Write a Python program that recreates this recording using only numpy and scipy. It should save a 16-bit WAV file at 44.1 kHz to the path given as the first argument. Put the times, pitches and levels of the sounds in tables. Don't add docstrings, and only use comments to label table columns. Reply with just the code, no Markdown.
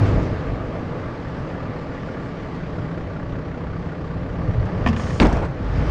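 import sys
import numpy as np
from scipy import signal
from scipy.fft import rfft, irfft, next_fast_len
from scipy.io import wavfile
from scipy.ndimage import uniform_filter1d, map_coordinates

SR = 44100
rng = np.random.default_rng(int(sys.argv[2]) if len(sys.argv) > 2 else 0)


def gain_from_db(level_db):
    decades = np.asarray(level_db, float) / 20
    return 10 ** decades


def int16_out(signal):
    q = np.round(np.clip(np.atleast_2d(signal).T, -1, 1) * 32767)
    wavfile.write(sys.argv[1], SR, q.astype(np.int16))


N = 260190
TIME = np.arange(N) / SR


def unit(x):
    return x / np.sqrt(np.mean(x ** 2) + 1e-20)


def along(points, hz):
    f, v = np.transpose(points)
    return np.interp(np.log(hz + 1), np.log(f + 1), v)


def curve(rows):
    s, value = np.transpose(rows)
    return np.interp(TIME, s, value)


def swing(rows):
    db = curve(rows)
    return db - db.mean()


def wobble(rate):
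    knots = rng.standard_normal(int(N * rate / SR) + 4)
    return map_coordinates(knots, [np.arange(N) * rate / SR])


def bell(s, width):
    return np.exp(-((TIME - s) / width) ** 2)


def lasting(s, length):
    t = TIME - s
    is_open = 1. * ((t > 0) & (t < length))
    return np.clip(t, 0, length), uniform_filter1d(is_open, size=160)


def filtered(x, response):
    m = next_fast_len(N + SR // 2)
    return irfft(rfft(x, m) * response(np.fft.rfftfreq(m, 1 / SR)), m)[:N]


def resonance(f, hz, width):
    return 1j * f * width / (hz ** 2 - f * f + 1j * f * width)


def rush(spectrum, patchy_db, lo_hz=0, hi_hz=SR):
    z = signal.stft(rng.standard_normal(N), nperseg=512)[2]
    field = uniform_filter1d(rng.standard_normal(z.shape), size=6, axis=0)
    field = uniform_filter1d(field, size=10, axis=1)
    noise = signal.istft(z * gain_from_db(patchy_db * unit(field)), nperseg=512)[1][:N]

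    def colour(hz):
        band = 1 / np.sqrt((1 + (lo_hz / (hz + 1)) ** 8) * (1 + (hz / hi_hz) ** 8))
        return gain_from_db(along(spectrum, hz)) * band
    return unit(filtered(noise, colour))


def dying(s, t60, attack):
    t = np.maximum(TIME - s, 0)
    return gain_from_db(np.maximum(-60 * t / abs(t60), -200)) * (1 - np.exp(-t / attack))


def ringing(modes, s, attack):
    out = np.zeros(N)
    for hz, db, t60 in modes:
        luck, phase = rng.standard_normal(2)
        out += gain_from_db(db + 1.4 * luck) * dying(s, t60, attack) * np.sin(2 * np.pi * hz * (TIME - s) + phase)
    return out


IDLE_HZ = 32.8
# (time [s], firing rate [1/s])
FIRING = [(0, 50), (.7, 48), (1.3, 40), (2.1, 35.8), (2.5, 34.2), (2.8, 31.9), (3.3, 31.6), (3.7, 32),
          (4.3, 32.2), (4.7, 33.6), (5, 30), (5.2, 34), (5.5, 48), (5.65, 49.5), (5.78, 53), (5.9, 56)]
CYLINDERS = [0, -2, -1, -3, -1, -2]


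def firings():
    rate = curve(FIRING)
    turns = np.cumsum(rate) / SR
    turns = turns - turns[round(3.163 * SR)]
    fired = np.flatnonzero(np.diff(np.floor(turns)))
    cylinder = np.floor(turns[fired + 1]).astype(int) % len(CYLINDERS)
    puffs = np.zeros(N)
    puffs[fired] = gain_from_db(np.array(CYLINDERS)[cylinder] + 1.5 * rng.standard_normal(len(fired)))
    return rate, turns, puffs


# (frequency [Hz], width [Hz], level [dB])
PIPE = [(62.4, 12, -5.5), (97, 52, -10), (158.8, 23.5, -1.5), (173.6, 17, -3.5)]
# (multiple of the firing rate, level over the drone [dB])
ORDERS = [(2, -8), (3, -9), (5, -4), (5.5, 0), (18.6, -13)]
# (time [s], level [dB])
EFFORT = [(0.0, -33.5), (0.06, -34), (0.36, -39), (0.62, -40.5), (2.45, -40), (3.4, -42), (4.22, -41.5),
          (4.57, -40.5), (5.08, -36.5), (5.29, -42.5), (5.49, -43), (5.73, -37.5), (5.9, -35)]


def exhaust_drone(rate, turns, puffs):
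    def pipe(f):
        modes = [(-1) ** k * gain_from_db(db) * resonance(f, hz, width) for k, (hz, width, db) in enumerate(PIPE)]
        return sum(modes) ** 2
    drone = 0.6 * unit(filtered(puffs, pipe))
    drone += 0.55 * unit(filtered(rng.standard_normal(N), pipe))
    for k, db in ORDERS:
        loss_db = 0.15 * np.abs(k * rate - 165.6) * (4 < k < 7)
        level_db = db - loss_db + 2.0 * wobble(5.6)
        drone += gain_from_db(level_db) * np.sin(k * 2 * np.pi * turns + wobble(3.7))
    drone_db = -33 - 1.28 * np.abs(rate - IDLE_HZ) + 0.81 * swing(EFFORT)
    return gain_from_db(drone_db - 0.5) * drone


# (frequency [Hz], level per Hz [dB])
BLOCK = [(450, -120), (750, -1.7), (950, -2.5), (1160, -5.5), (1300, -4), (1750, -4.5), (2100, -8.5),
         (2700, -15.5), (3400, -20.5), (4700, -24), (5400, -31.5), (7000, -38), (9000, -49.5),
         (17000, -120)]
# (frequency [Hz], width [Hz], level [dB])
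COVER = (1161, 76, 2.7)


def block_clatter(rate, puffs):
    idle_knock = 0.27
    share = np.clip(idle_knock - 0.018 * (rate - IDLE_HZ), 0, 1)
    swell = np.arange(SR // 20) / SR / 0.0044
    knocks = unit(signal.fftconvolve(puffs, swell * np.exp(-swell))[:N])
    cover_hz, width, cover_db = COVER

    def cover(f):
        return gain_from_db(cover_db) * resonance(f, cover_hz, width)
    clatter = unit(filtered(rush(BLOCK, patchy_db=1.0), lambda f: 1 + cover(f)))
    clatter = clatter * (1 - share + share * knocks)
    uneven = puffs * gain_from_db(2.2 * rng.standard_normal(N))
    clatter += gain_from_db(-12.5) * share / idle_knock * unit(filtered(uneven, lambda f: cover(f) ** 2))
    return gain_from_db(-39.5 + swing(EFFORT)) * clatter


# (time [s], peak level [dB], half width [s], level of second multiple [dB])
SURGES = [
    (.05, -32, 0.09, 9.5),
    (.164, -21.5, 0.057, -7),
    (.33, -32.5, .03, 6),
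    (.504, -25, 0.059, -5),
    (5.68, -27, 0.057, -17),
    (5.93, -21, 0.19, -18),
]


def load_tone(turns):
    phase = 2 * np.pi * turns + 0.25 * wobble(12)
    out = np.zeros(N)
    for s, db, width, second_db in SURGES:
        out += gain_from_db(db) * bell(s, width) * (np.sin(phase) + gain_from_db(second_db) * np.sin(2 * phase))
    return np.sqrt(2) * out


# (time [s], level [dB])
SHAKE = [(0.0, -19.5), (0.26, -30), (0.72, -35.5), (2.22, -40.5), (3.27, -34), (3.57, -37.5), (3.99, -37),
         (4.34, -31.5), (4.5, -28.5), (5.19, -30), (5.47, -28.5), (5.67, -33.5), (5.83, -26.5),
         (5.9, -29.5)]
# (time [s], extra level [dB], half width [s])
BUMPS = [
    (.18, 2.5, .04),
    (.33, 3, .025),
    (3.35, 5, 0.043),
    (4.06, 2, .04),
    (4.42, 2, .04),
    (4.49, 4, 0.022),
    (5.8, 5.5, 0.019),
]
# (frequency [Hz], level per Hz [dB])
RUMBLE = [(11, -26.5), (18, -10), (97, -1.5), (128, 1.5), (167, -1.5), (183, 0.5), (200, -8.5), (260, -40),
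          (440, -120)]
# (frequency [Hz], level per Hz [dB])
CRUNCH = [(100, -16.5), (170, -5.5), (205, -11), (271, -8), (382, -14), (501, -11), (555, -16),
          (604, -13.5), (780, -22.5), (842, -20.5), (957, -26), (1150, -18), (1300, -28.5), (1690, -49),
          (2860, -120)]
# (frequency [Hz], level per Hz [dB])
SPRAY = [(1200, -120), (2000, -2.5), (3000, -8), (4000, -21.5), (4900, -17), (6000, -21.5), (7200, -27.5),
         (8500, -37), (10500, -44), (12500, -55), (14500, -66), (17000, -120)]


def road():
    effort_db, shake_db = swing(EFFORT), swing(SHAKE)
    for s, db, width in BUMPS:
        shake_db = shake_db + db * bell(s, width)
    rolling = np.clip(1 - TIME / 3.64, 0, 1)
    sway = wobble(3.3)
    rumble_db = -30 + shake_db + 0.6 * sway + wobble(9)
    crunch_db = -31 + 0.52 * effort_db + 0.27 * shake_db + 2.5 * rolling
    crunch_db = crunch_db + 0.2 * sway + 0.6 * wobble(13)
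    spray_db = -58 + 2.07 * effort_db + 1.1 * wobble(27)
    out = gain_from_db(rumble_db) * rush(RUMBLE, patchy_db=1, hi_hz=130)
    out += gain_from_db(crunch_db) * rush(CRUNCH, patchy_db=0.5, hi_hz=920)
    return out + gain_from_db(spray_db) * rush(SPRAY, patchy_db=1.9, lo_hz=3010)


# (time [s], peak level [dB], fall by 60 dB [s])
PINS = [(0.5, -56, .012), (4.6548, -45, 0.016), (4.7074, -57, 0.015), (5.21, -39, 0.014),
        (5.2304, -32, 0.015), (5.249, -35, 0.015), (5.2679, -31, 0.015), (5.3044, -46, 0.015),
        (5.3275, -33, 0.018), (5.368, -38.5, 0.019), (5.3864, -51, 0.015), (5.4054, -44, 0.015),
        (5.4484, -56, 0.015), (5.5109, -51, 0.015)]
# (frequency [Hz], level per Hz [dB])
PIN_COLOUR = [(1500, -57), (3500, 1.5), (6000, 9.5), (8500, -6), (11000, -15), (14500, -35), (17000, -120)]


def pin_rattle():
    hiss = rush(PIN_COLOUR, patchy_db=1.0)
    return sum(gain_from_db(db - 2.0) * hiss * dying(s, 1.4 * t60, attack=0.0011) for s, db, t60 in PINS)


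# (time [s], peak level [dB], frequency [Hz])
INJECTOR = [(1.918, -39, 1440), (2.0847, -36, 1430), (2.7826, -34, 1380), (2.9751, -36, 1390),
            (3.1612, -35, 1400), (3.3493, -41, 1420), (3.5414, -36, 1420), (3.7294, -38, 1470),
            (3.916, -37, 1440), (4.1001, -40, 1450), (4.2921, -36, 1450)]


def injector_ticks():
    out = np.zeros(N)
    for s, db, hz in INJECTOR:
        out += gain_from_db(db) * ringing([(hz, 6, 0.045), (1.21 * hz, -5, 0.03)], s, attack=0.002)
    return out


# (time [s], peak level [dB], brightness
# [dB])
VALVE = [
    (4.862, -7.5, -22),
    (4.873, -11, -18),
    (4.886, -16, -12),
    (4.929, -19, -17),
    (4.963, -19, -16),
    (4.995, -20.5, -16),
    (5.033, -29, -9),
    (5.105, -19, -16),
]
# (frequency [Hz], level [dB], fall by 60 dB [s])
FRAME = [(81.2, 0.5, 0.6), (217.5, 0, 0.49), (242.4, 1, .28)]
# (frequency [Hz], level [dB], fall by 60 dB [s])
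RAM = [(709, -5, 0.061), (1035, -3.5, 0.075), (1140, 0, 0.051), (1767, -3, 0.047), (1940, -8, 0.041),
       (2475, -9, 0.04)]
# (frequency [Hz], level per Hz [dB])
BLADE = [(24, -120), (40, 10), (120, 0), (260, -8), (450, -10.5), (800, -14.5), (1300, -20), (2200, -21),
         (3500, -31), (5500, -35), (8000, -45), (11000, -68), (14500, -77), (17000, -120)]


def valve_clunk():
    rasp = rush(BLADE, patchy_db=0.0, lo_hz=720, hi_hz=3500)
    fizz = rush(SPRAY, patchy_db=-2.0, lo_hz=2780)
    out = gain_from_db(-13.5) * ringing(FRAME, VALVE[0][0], attack=0.003)
    for s, db, bright_db in VALVE:
        out += gain_from_db(db - 8) * ringing(RAM, s, attack=0.001)
        out += gain_from_db(db - 9) * rasp * dying(s, 0.025, attack=0.0002)
        out += gain_from_db(db + bright_db - 4) * fizz * dying(s, 0.06, attack=0.0008)
    return out


# (frequency [Hz], level per Hz [dB])
NOZZLE = [(1800, -120), (3000, 7), (3700, -8), (4300, 0), (5100, 1), (6000, -1), (7000, 2.5), (7700, -14),
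          (8400, -4), (9100, -18), (10500, -23), (12000, -34), (14500, -46), (17000, -120)]


def oil_hiss():
    start_s, stop_s, opening_s = 4.955, 5.22, 0.023
    t, flowing = lasting(start_s, stop_s - start_s)
    flowing = flowing * np.minimum(t / opening_s, 1)
    return flowing * gain_from_db(-48.5 + 0.6 * wobble(45)) * rush(NOZZLE, patchy_db=-1)


# (time [s], peak level [dB], fall by 60 dB [s], tilt [dB per octave])
BLOWS = [
    (5.1999, 2.5, 0.012, -1),
    (5.2007, -6, 0.067, -6.5),
    (5.2186, -2, 0.047, -7.5),
]
# (frequency [Hz], level [dB], fall by 60 dB [s])
MOLDBOARD = [(47.5, 1.5, 0.84), (121, 2.5, 0.45), (236, 5, .3), (293, 2, 0.22), (400, -19, 0.16)]


def blade_blows():
    dull_hz = 6500
    out = gain_from_db(-16.0) * ringing(MOLDBOARD, BLOWS[0][0], attack=0.017)
    for s, db, t60, tilt_db in BLOWS:
        top_db = 4 * tilt_db
        colour = [(60, -12.0), (300, 5.0), (4800, top_db), (7000, top_db - 22),
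                  (9000, top_db - 45), (14000, top_db - 65)]
        blow = gain_from_db(db - 5) * rush(colour, patchy_db=0.5) * dying(s, t60, attack=0.0002)
        out += filtered(blow, lambda f: 1 / (1 + 1j * f / dull_hz) ** 3)
    return out


# (time [s], level [dB], width [s], direction)
JOLTS = [
    (5.2009, -4, .00009, 1),
    (5.2165, -5, .0015, -1),
    (5.22, -6, .0005, 1),
    (5.243, -3, .001, -1),
    (5.266, -3, .0012, -1),
    (5.338, -9, .0015, 1),
]


def mount_jolts():
    out = np.zeros(N)
    for s, db, width, side in JOLTS:
        u = (TIME - s) / width
        out += side * gain_from_db(db) * (1 - 0.6 * u ** 2) * np.exp(-u ** 2 / 2)
    return out


# (start level [dB], sinking [dB per s], bending [dB per s squared])
BOOM = (-20.5, 4.4, 60)
GRIND = (-14.5, 39, 53)
GRIT = (-24.5, 336, 20)
# (start level [dB], sinking [dB per s])
GRIT_FLOOR = (-35.5, 37)


def blade_scrape():
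    length_s, lift_s = 0.35, 0.12
    t, touching = lasting(5.203, length_s)
    touching = touching * np.minimum((length_s - t) / lift_s, 1)

    def fading(db, sink, bend=0):
        return touching * gain_from_db(db - sink * t - bend * t ** 2)
    grit = fading(*GRIT) + fading(*GRIT_FLOOR)
    judder = gain_from_db(2.4 * wobble(70))
    out = 0.7 * fading(*BOOM) * rush(BLADE, patchy_db=3, hi_hz=250)
    out += 0.81 * fading(*GRIND) * judder * rush(BLADE, patchy_db=-1, lo_hz=235, hi_hz=1480)
    return out + 1.21 * grit * judder * rush(BLADE, patchy_db=2.5, lo_hz=1120)


def scene():
    rate, turns, puffs = firings()
    engine = exhaust_drone(rate, turns, puffs) + block_clatter(rate, puffs) + load_tone(turns) + injector_ticks()
    hydraulics = valve_clunk() + oil_hiss()
    blade = pin_rattle() + blade_blows() + mount_jolts() + blade_scrape()
    return (engine + road() + hydraulics + blade)[None]


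def low_pass(x):
    return signal.sosfilt(signal.butter(12, 14900, fs=SR, output="sos"), x)


def record(dry):
    soft = dry / (1 + np.abs(dry / 0.95) ** 4) ** (1 / 4)
    return low_pass(soft)


dry = scene()
out = record(dry)
int16_out(out)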